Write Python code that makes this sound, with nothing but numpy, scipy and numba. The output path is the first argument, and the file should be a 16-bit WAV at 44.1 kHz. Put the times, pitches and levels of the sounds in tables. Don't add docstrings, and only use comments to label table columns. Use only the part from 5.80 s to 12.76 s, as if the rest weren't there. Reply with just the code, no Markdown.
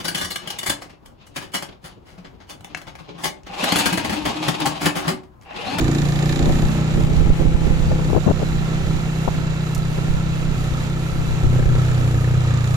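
import sys
import numpy as np
from scipy import signal
from scipy.fft import rfft, irfft
from scipy.io import wavfile
from scipy.ndimage import uniform_filter1d
from numba import njit

SR = 44100
rng = np.random.default_rng(int(sys.argv[2]) if len(sys.argv) > 2 else 0)


def generate_wav(sig):
    pcm = np.round(np.clip(np.atleast_2d(sig).T, -1, 1) * 32767).astype(np.int16)
    wavfile.write(sys.argv[1], SR, pcm)


N = 306930


def undb(db):
    return 10 ** (np.asarray(db) / 20)


def unit(x):
    return x / np.sqrt(np.mean(x ** 2))


def curves(table):
    s, *columns = np.transpose(table)
    return [np.interp(np.arange(N) / SR, s, c) for c in columns]


@njit
def svf(x, hz, width_hz):
    band_out, low_out = np.empty(len(x)), np.empty(len(x))
    b, l = 0., 0.
    for i in range(len(x)):
        g, k = np.pi * hz[i] / SR, width_hz / hz[i]
        v = (b + g * (x[i] - l)) / (1 + g * (g + k))
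        band_out[i], low_out[i] = k * v, l + g * v
        b, l = 2 * v - b, l + 2 * g * v
    return band_out, low_out


def warp(hz):
    return np.tan(np.pi * hz / SR) * SR / np.pi + np.zeros(N)


def band(x, hz, width_hz):
    return svf(x, warp(hz), width_hz / np.cos(np.pi * np.mean(hz) / SR) ** 2)[0]


def steep(x, hz, width_hz):
    return band(band(x, hz, width_hz), hz, 0.59 * width_hz)


def low(x, hz):
    return svf(x, hz + np.zeros(N), np.sqrt(2) * hz)[1]


@njit
def follow(x, release):
    out, e = np.empty(len(x)), 0.
    for i in range(len(x)):
        e = max(x[i], e * release)
        out[i] = e
    return out


def noise():
    return rng.standard_normal(N)


def walk(rate):
    k = int(SR / rate)
    steps = np.repeat(rng.standard_normal(N // k + 1), k)
    return unit(uniform_filter1d(uniform_filter1d(steps, k), k)[:N])


def sides(pan_db):
    return undb(np.array([[pan_db], [-pan_db]]) / 2)


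def firing(hz, first_turn=.69, jitter=0.0068, scatter_db=1.85):
    turns = first_turn + np.cumsum(hz) / SR + jitter * walk(25)
    cycle = np.maximum.accumulate(np.floor(turns)).astype(int)
    strength = undb(scatter_db * rng.standard_normal(cycle[-1] + 1))[cycle]
    return np.diff(cycle, prepend=cycle[0]) * strength, turns % 1, cycle


def boom(pulses, hz, boom_db, load):
    light_orders = [-39, -31.5, -22.5, -29]
    pulling_orders = [-15, -9.5, -17.5, -36.5]
    out, ring = 0, band(pulses, hz=152.5, width_hz=32)
    for order, (light_db, pulling_db) in enumerate(zip(light_orders, pulling_orders), start=3):
        line = steep(ring, order * hz, width_hz=24.7)
        steady_line = line / np.sqrt(uniform_filter1d(line ** 2, size=8000) + 1e-12)
        out = out + undb(boom_db + light_db + load * (pulling_db - light_db)) * steady_line
    return out


def honk(pulses, bite_db):
    # (centre [Hz], width before steepening [Hz], relative level [dB])
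    airbox = [(289.5, 180, 8.5), (312.7, 27, -0.5)]
    lag_s, echo_s, echo_db = .0065, .0115, -1
    gulp = np.roll(pulses, int(lag_s * SR))
    gulp = gulp + undb(echo_db) * np.roll(gulp, int(echo_s * SR))
    ring = -sum(undb(db) * unit(steep(gulp, f, w)) for f, w, db in airbox)
    return undb(-37 + bite_db) * unit(ring)


def bark(pulses, phase, load, bite_db):
    # (centre [Hz], width before steepening [Hz], relative level [dB],
    # left minus right [dB], added at full load [dB])
    pipe = [(64, 60, 3, 0, 16.5), (215.4, 2.9, 6.5, -9, -16.5), (378.7, 12.6, -2.5, -1, -0.5),
            (489.4, 87, -10, 5, 9), (760, 100, -10.5, 10.5, 2)]
    gas = unit(pulses) + .22 * unit(np.exp(-phase / .3) * noise())
    out = 0
    for k, (f, w, db, pan_db, load_db) in enumerate(pipe):
        polarity = (-1) ** k
        out = out + polarity * undb(db + load * load_db) * sides(pan_db) * unit(steep(gas, f, w))
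    bite_share, full_load_db = .59, -3
    return undb(-41.5 + bite_share * bite_db + full_load_db * load) * out


def pop(pulses, load):
    lead_s = .003
    early_pulses = np.roll(pulses, -int(lead_s * SR))
    return undb(-54 + 23 * load) * unit(steep(early_pulses, hz=400, width_hz=340))


def chatter(pulses, phase):
    # (time [s], level before wavering [dB])
    valve_level = [(0, -50), (1.2, -56), (3.2, -55), (3.6, -50), (4.2, -55), (5.5, -54), (5.65, -45),
                   (5.9, -43), (6.1, -43.5), (6.22, -50), (6.42, -43), (6.55, -45), (6.96, -47)]
    puff = unit(pulses) + unit(np.exp(-phase / .2) * noise())
    wavering_db = curves(valve_level)[0] + 1.4 * walk(12)
    return undb(wavering_db) * unit(steep(puff, hz=1690, width_hz=400))


def rattle(phase, cycle, load, scatter_db=1.3, shared=.6, knock=.18):
    # (centre [Hz], width [Hz], relative level [dB],
    # left minus right [dB], added at full load [dB])
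    case_rings = [(1190, 190, -13, -7, 10.5), (1773, 100, -5, -2.5, 1.5), (2350, 240, -10.5, -7, -5),
                  (3670, 450, -7.5, -8, -1), (4780, 900, -14, -14, -1), (7084, 170, -10, -9.5, 0.5),
                  (6100, 630, -23.5, -14, 7), (11000, 4500, -36, 3, 0)]
    # (time [s], level [dB])
    rattle_level = [(0, -35.5), (.15, -35), (.35, -39), (.55, -34), (.75, -38.5), (1, -41), (2, -47.5),
                    (3, -47.5), (4.5, -46), (5.55, -49.5), (5.7, -42), (6.4, -43), (6.96, -40.5)]
    early = (phase + .06) % 1
    late_shake = .4 * np.exp(-((phase + .62) % 1) / .1)
    burst = np.exp(-(early / .22) ** 2) + .06 + late_shake
    click = unit(1. * (np.diff(early, prepend=0) < -.5))
    shake_db = 1.6 * walk(4.4)
    blow, out = rng.standard_normal(cycle[-1] + 1), 0
    for f, w, db, pan_db, load_db in case_rings:
        own = rng.standard_normal(len(blow))
        strength = undb(scatter_db * (0.95 * blow + own))[cycle]
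        common = noise()
        ring = []
        for _ in range(2):
            rough = unit(burst * (shared * common + noise()))
            ring.append(band(strength * (knock * click + rough), f, w))
        out = out + undb(db + load * load_db + shake_db) * sides(pan_db) * unit(np.array(ring))
    return undb(curves(rattle_level)[0]) * out


def colour(x, column):
    # (frequency [Hz], left level per Hz [dB], right level per Hz [dB])
    port_spectra = [(276, 8, 5.5), (860, 0.5, 4), (1450, -5.5, -1), (2170, -3, -2.5), (2200, -2, -1.5),
                    (3100, -7, -5), (4020, -12.5, -5), (4860, -16.5, -12), (7200, -18.5, -7),
                    (7770, -26, -10.5), (7900, -14.5, -37), (8860, -17.5, -48), (9230, -25, -15.5),
                    (10450, -26.5, -20), (14000, -23.5, -22)]
    ports = np.array(port_spectra, float)
    hz = np.maximum(np.arange(N // 2 + 1) * SR / N, 1)
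    level_db = np.interp(np.log(hz), np.log(ports[:, 0]), ports[:, column])
    gain = undb(level_db) * np.minimum(hz / ports[0, 0], 1) ** 2
    return irfft(rfft(x) * gain, N)


def tyres(shared=0.65):
    # (time [s], level [dB])
    gravel_level = [(0, -37.5), (1.2, -38), (2.4, -39.5), (3.2, -40), (4.8, -41), (5.8, -39.5),
                    (6.96, -40.5)]
    crunch = rng.exponential(size=N // 64 + 1).repeat(64)[:N]
    grit = undb(.7 * walk(14) + .6 * crunch)
    common = noise()
    hiss = np.array([colour(grit * (shared * common + noise()), column=c) for c in (1, 2)])
    flicker = undb(2.2 * walk(11)) - 1
    hiss += flicker * np.array([band(h, 11500, 5000) for h in hiss])
    return undb(curves(gravel_level)[0]) * hiss / np.std(band(hiss[1], 4640, 3570))


def gears(hz, phase, load):
    # (multiple of the firing rate, width before steepening [Hz], relative level [dB])
    mesh_orders = [(42.2, 150, 0)]
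    # (centre before wavering [Hz], width [Hz], relative level before wavering [dB],
    # left minus right [dB], added at full load [dB])
    housing_rings = [(1360, 130, -4.5, -4, -1.5), (2665, 45, -9, -17.5, -10.5), (4000, 80, -7.5, -10, -14),
                     (2810, 67, -12, -8, -13), (4720, 66, -14, -10, -11), (2400, 65, -24, 21, -1)]
    lagged = (phase - .2) % 1
    throb = unit(.35 + np.exp(-lagged / .2))
    teeth = throb * noise() + .6 * unit(1. * (np.diff(lagged, prepend=0) < -.5))
    out = sides(-3) * sum(undb(db) * unit(steep(teeth, k * hz, w)) for k, w, db in mesh_orders)
    waver = 1 + .007 * walk(9)
    for f, w, db, pan_db, load_db in housing_rings:
        fit_db = 2.2 * walk(6)
        ring = unit(band(throb * noise(), f * waver, w))
        out = out + undb(db + load * load_db + fit_db) * sides(pan_db) * ring
    return undb(-46.5 + 7 * load) * out


def hums(pulses, hz):
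    # (multiple of the firing rate, full from [s], full until [s],
    # level before wavering [dB], left minus right [dB])
    hum_orders = [(26, 0, 2.1, -49, 18), (19, 0.16, 1.26, -41, 3), (15, 0.12, 0.49, -45, 1),
                  (16, 1.71, 2.53, -39, 4), (40, 0.13, 0.42, -57, 0), (24, 0, 0.61, -44, 7)]
    t, out, fade_s = np.arange(N) / SR, 0, .2
    for order, start, end, db, pan_db in hum_orders:
        fade = np.clip(np.minimum(t - start, end - t) / fade_s + 1, 0, 1)
        line = unit(steep(pulses, round(order) * hz, width_hz=55))
        out = out + undb(db + 1.1 * walk(12.8)) * sides(pan_db) * fade * line
    return out


def rumble(gust):
    calm_level = [-30, -24]
    out = []
    for db, swell in zip(calm_level, gust):
        lumps = undb(3.6 * walk(8.3))
        deep = unit(low(band(noise(), 20.2, 33.0), 250))
        upper = undb(-9.5) * unit(low(low(noise(), 180), 290))
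        out.append(np.hypot(undb(db), swell) * lumps * (deep + upper))
    return np.array(out)


def eddy_rasp():
    rasp_edges = [845, 548]
    out = []
    for top_hz in rasp_edges:
        flutter = noise() * undb(3.3 * walk(200))
        eddy = low(low(low(flutter, top_hz), top_hz), 1.09 * top_hz)
        out.append(eddy - low(eddy, 127))
    return out


def buffets(eddies):
    # (time [s], port 0 left 1 right, thump level [dB], rasp level [dB], length [s])
    blows = [(0.239, 1, -18, -27, 0.018), (0.662, 0, -37, -24.5, 0.099), (0.706, 0, -34, -20, 0.0089),
             (0.841, 0, -12, -29, 0.03), (1.169, 1, -15, -31, 0.01), (1.191, 1, -23, -20, 0.032),
             (1.244, 1, -7.5, -24, 0.013), (1.317, 1, -14, -24, 0.031), (1.352, 1, -15, -36, 0.027),
             (1.376, 1, -9, -36, 0.025), (1.392, 1, -9.5, -34, 0.025), (1.417, 1, -6.5, -17, 0.021),
             (1.44, 1, -12, -29, 0.035), (1.459, 1, -11, -25, 0.034), (1.503, 0, -12, -28, 0.0093),
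             (1.505, 1, -2, -22, 0.032), (1.611, 1, -29, -17.5, 0.028), (1.605, 1, -12, -39, 0.026),
             (1.628, 1, -15, -28, 0.055), (1.656, 1, -16, -16, 0.013), (1.674, 1, -7, -34, 0.033),
             (1.748, 1, -2, -25, 0.019), (1.845, 1, -25, -25, 0.033), (1.875, 1, -25, -18, 0.025),
             (1.91, 1, -8.5, -26, 0.038), (2.114, 0, -31, -23, 0.019), (2.126, 0, -29, -28, 0.009),
             (2.02, 1, -19, -35, 0.048), (2.198, 0, -23, -25, 0.016), (2.299, 0, -26, -23, 0.015),
             (2.333, 0, -12, -15, 0.0061), (2.351, 0, -15, -13, 0.0093), (2.365, 0, -3.5, -5, 0.0073),
             (2.372, 0, -27, -12, 0.011), (2.384, 0, -13, -13, 0.015), (2.469, 0, -4.5, -9, 0.012),
             (2.486, 0, -23, -7, 0.022), (2.5, 0, -10, -16, 0.011), (2.511, 0, -18, -9, 0.019),
             (2.605, 0, -25, -24, 0.012), (2.622, 0, -18, -19, 0.01), (2.63, 0, -15, -18, 0.007),
             (3.479, 0, -35, -17, 0.0057), (3.483, 0, -13, -13, 0.0096), (3.981, 1, -20, -38, 0.028),
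             (4.186, 0, -30, -25, 0.01), (4.921, 0, -21, -43, 0.021), (5.803, 1, -21, -21, 0.028),
             (5.87, 1, -11.5, -37, 0.031), (5.96, 1, -21, -39, 0.025)]
    out, t = np.zeros((2, N)), np.arange(N) / SR
    swirls = [low(low(band(noise(), 19, 57), 110), 120) for _ in range(2)]
    for s, port, thump_db, rasp_db, length in blows:
        side = round(port)
        near = slice(max(int((s - length) * SR), 0), int((s + length) * SR))
        u = (t[near] - s) / (length / 2)
        shove = np.exp(-(5.4 * u) ** 2) - 0.4 * np.exp(-(1.3 * (u - .8)) ** 2)
        lump = unit(unit(shove) + 0.2 * unit(np.exp(-u ** 2) * swirls[side][near]))
        rasp = unit(np.exp(-u ** 6) * eddies[side][near])
        out[side, near] += undb(thump_db) * lump + undb(rasp_db) * rasp
    return out


def gusts():
    # (start [s], rise and hold [s], port 0 left 1 right, rumble level before lumps [dB])
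    gust_times = [(0.51, 0.33, 0, -21), (1.45, 0.16, 0, -26), (1.135, 0.39, 1, -13.5),
                  (1.587, 0.081, 1, -28), (1.8, 0.24, 1, -18.5), (2.05, 0.26, 0, -20.5),
                  (2.504, 0.25, 1, -23.5), (3.89, 0.38, 1, -26.5), (5.628, 0.27, 0, -17),
                  (5.618, 0.19, 1, -16.5), (6.092, 0.11, 1, -20)]
    out, t = np.zeros((2, N)), np.arange(N) / SR
    rise_s, fall_s = 0.012, 0.37
    for s, length, port, db in gust_times:
        out[round(port)] += undb(db) * np.interp(t - s, [0, rise_s, length, length + fall_s], [0, 1, 1, 0])
    return out


def gust_rasp(gust, eddies):
    return gust * np.array([undb(-30 + 8 * walk(23)) * unit(e) for e in eddies])


def wind():
    gust, eddies = gusts(), eddy_rasp()
    return rumble(gust) + buffets(eddies) + gust_rasp(gust, eddies)


def stones():
    # (time [s], relative level at the onset [dB], left minus right [dB])
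    stone_hits = [(3.948, -32, -7), (3.978, -40, -4)]
    out, t, decay_s = np.zeros((2, N)), np.arange(2000) / SR, .0077
    hiss = unit(band(noise(), 6800, 2800))
    hiss = hiss + 0.58 * unit(band(noise(), 3900, 2000))
    hiss = hiss + 0.4 * unit(band(noise(), 13000, 4000))
    for s, db, pan_db in stone_hits:
        i = int(s * SR)
        out[:, i:i + len(t)] += undb(db) * sides(pan_db) * np.exp(-t / decay_s) * hiss[i:i + len(t)]
    return out


def scene():
    # (time [s], firing rate before jitter [Hz])
    engine_speed = [(0.0, 28.46), (0.35, 29.22), (0.6, 30.22), (0.95, 31.53), (1.25, 31.02), (1.5, 31.44),
                    (1.8, 32.23), (2.05, 31.92), (2.4, 31.5), (2.8, 31.63), (3.3, 31.64), (3.85, 31.38),
                    (4.08, 31.07), (4.35, 32.41), (4.7, 31.34), (5.0, 30.89), (5.15, 31.87), (5.6, 31.53),
                    (6.0, 31.31), (6.35, 29.93), (6.6, 30.88), (6.72, 29.44), (6.96, 30.04)]
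    # (time [s], relative boom level [dB], load 0 light - 1 pulling,
    # throttle bite [dB])
    engine_drive = [(0, -0.5, 0.66, 17), (.17, 3.5, 0.066, 16.5), (.27, 4.5, 0.042, 4),
                    (.47, 4.5, 0.083, 7), (.54, 1, 0.09, 15), (.75, 1, 0.32, 13.5), (.95, 1.5, 0.26, 6.5),
                    (1.3, 2.5, 0.36, 5), (2.0, 0.5, 0.23, 3.5), (2.7, -0.5, 0.23, 1.5),
                    (4.4, -1.5, 0.34, -3.5), (4.8, -3, 0.48, -0.5), (5.58, -4, 0.48, -3),
                    (5.68, 0, 0.79, 0), (5.8, -2, 0.81, -2), (6.3, -1.5, 0.75, 4), (6.55, -1.5, 0.78, -3),
                    (6.72, -0.5, 0.71, 3), (6.96, -0.5, 0.64, -12)]
    hz, = curves(engine_speed)
    boom_db, load, bite_db = curves(engine_drive)
    pulses, phase, cycle = firing(hz)
    exhaust = boom(pulses, hz, boom_db, load) + pop(pulses, load) + chatter(pulses, phase)
    exhaust = exhaust + bark(pulses, phase, load, bite_db)
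    engine = exhaust + honk(pulses, bite_db) + rattle(phase, cycle, load)
    bike = engine + tyres() + gears(hz, phase, load) + hums(pulses, hz)
    bike[0] = np.roll(bike[0], 8)
    return bike + wind() + stones()


def record(dry):
    limit_db, ratio, release_s = -7, 1.9, .1
    release = np.exp(-1 / (release_s * SR))
    peak = np.array([uniform_filter1d(follow(np.abs(x), release), size=400) for x in dry])
    gain = np.minimum(undb(limit_db) / peak, 1) ** (1 - 1 / ratio)
    clipped = np.clip(1.2 * np.tanh(dry * gain / 1.2), -.98, .98)
    top_cut = signal.ellip(12, .3, 95, 14200, fs=SR, output="sos")
    return signal.sosfilt(top_cut, clipped)


dry = scene()
out = record(dry)
generate_wav(out)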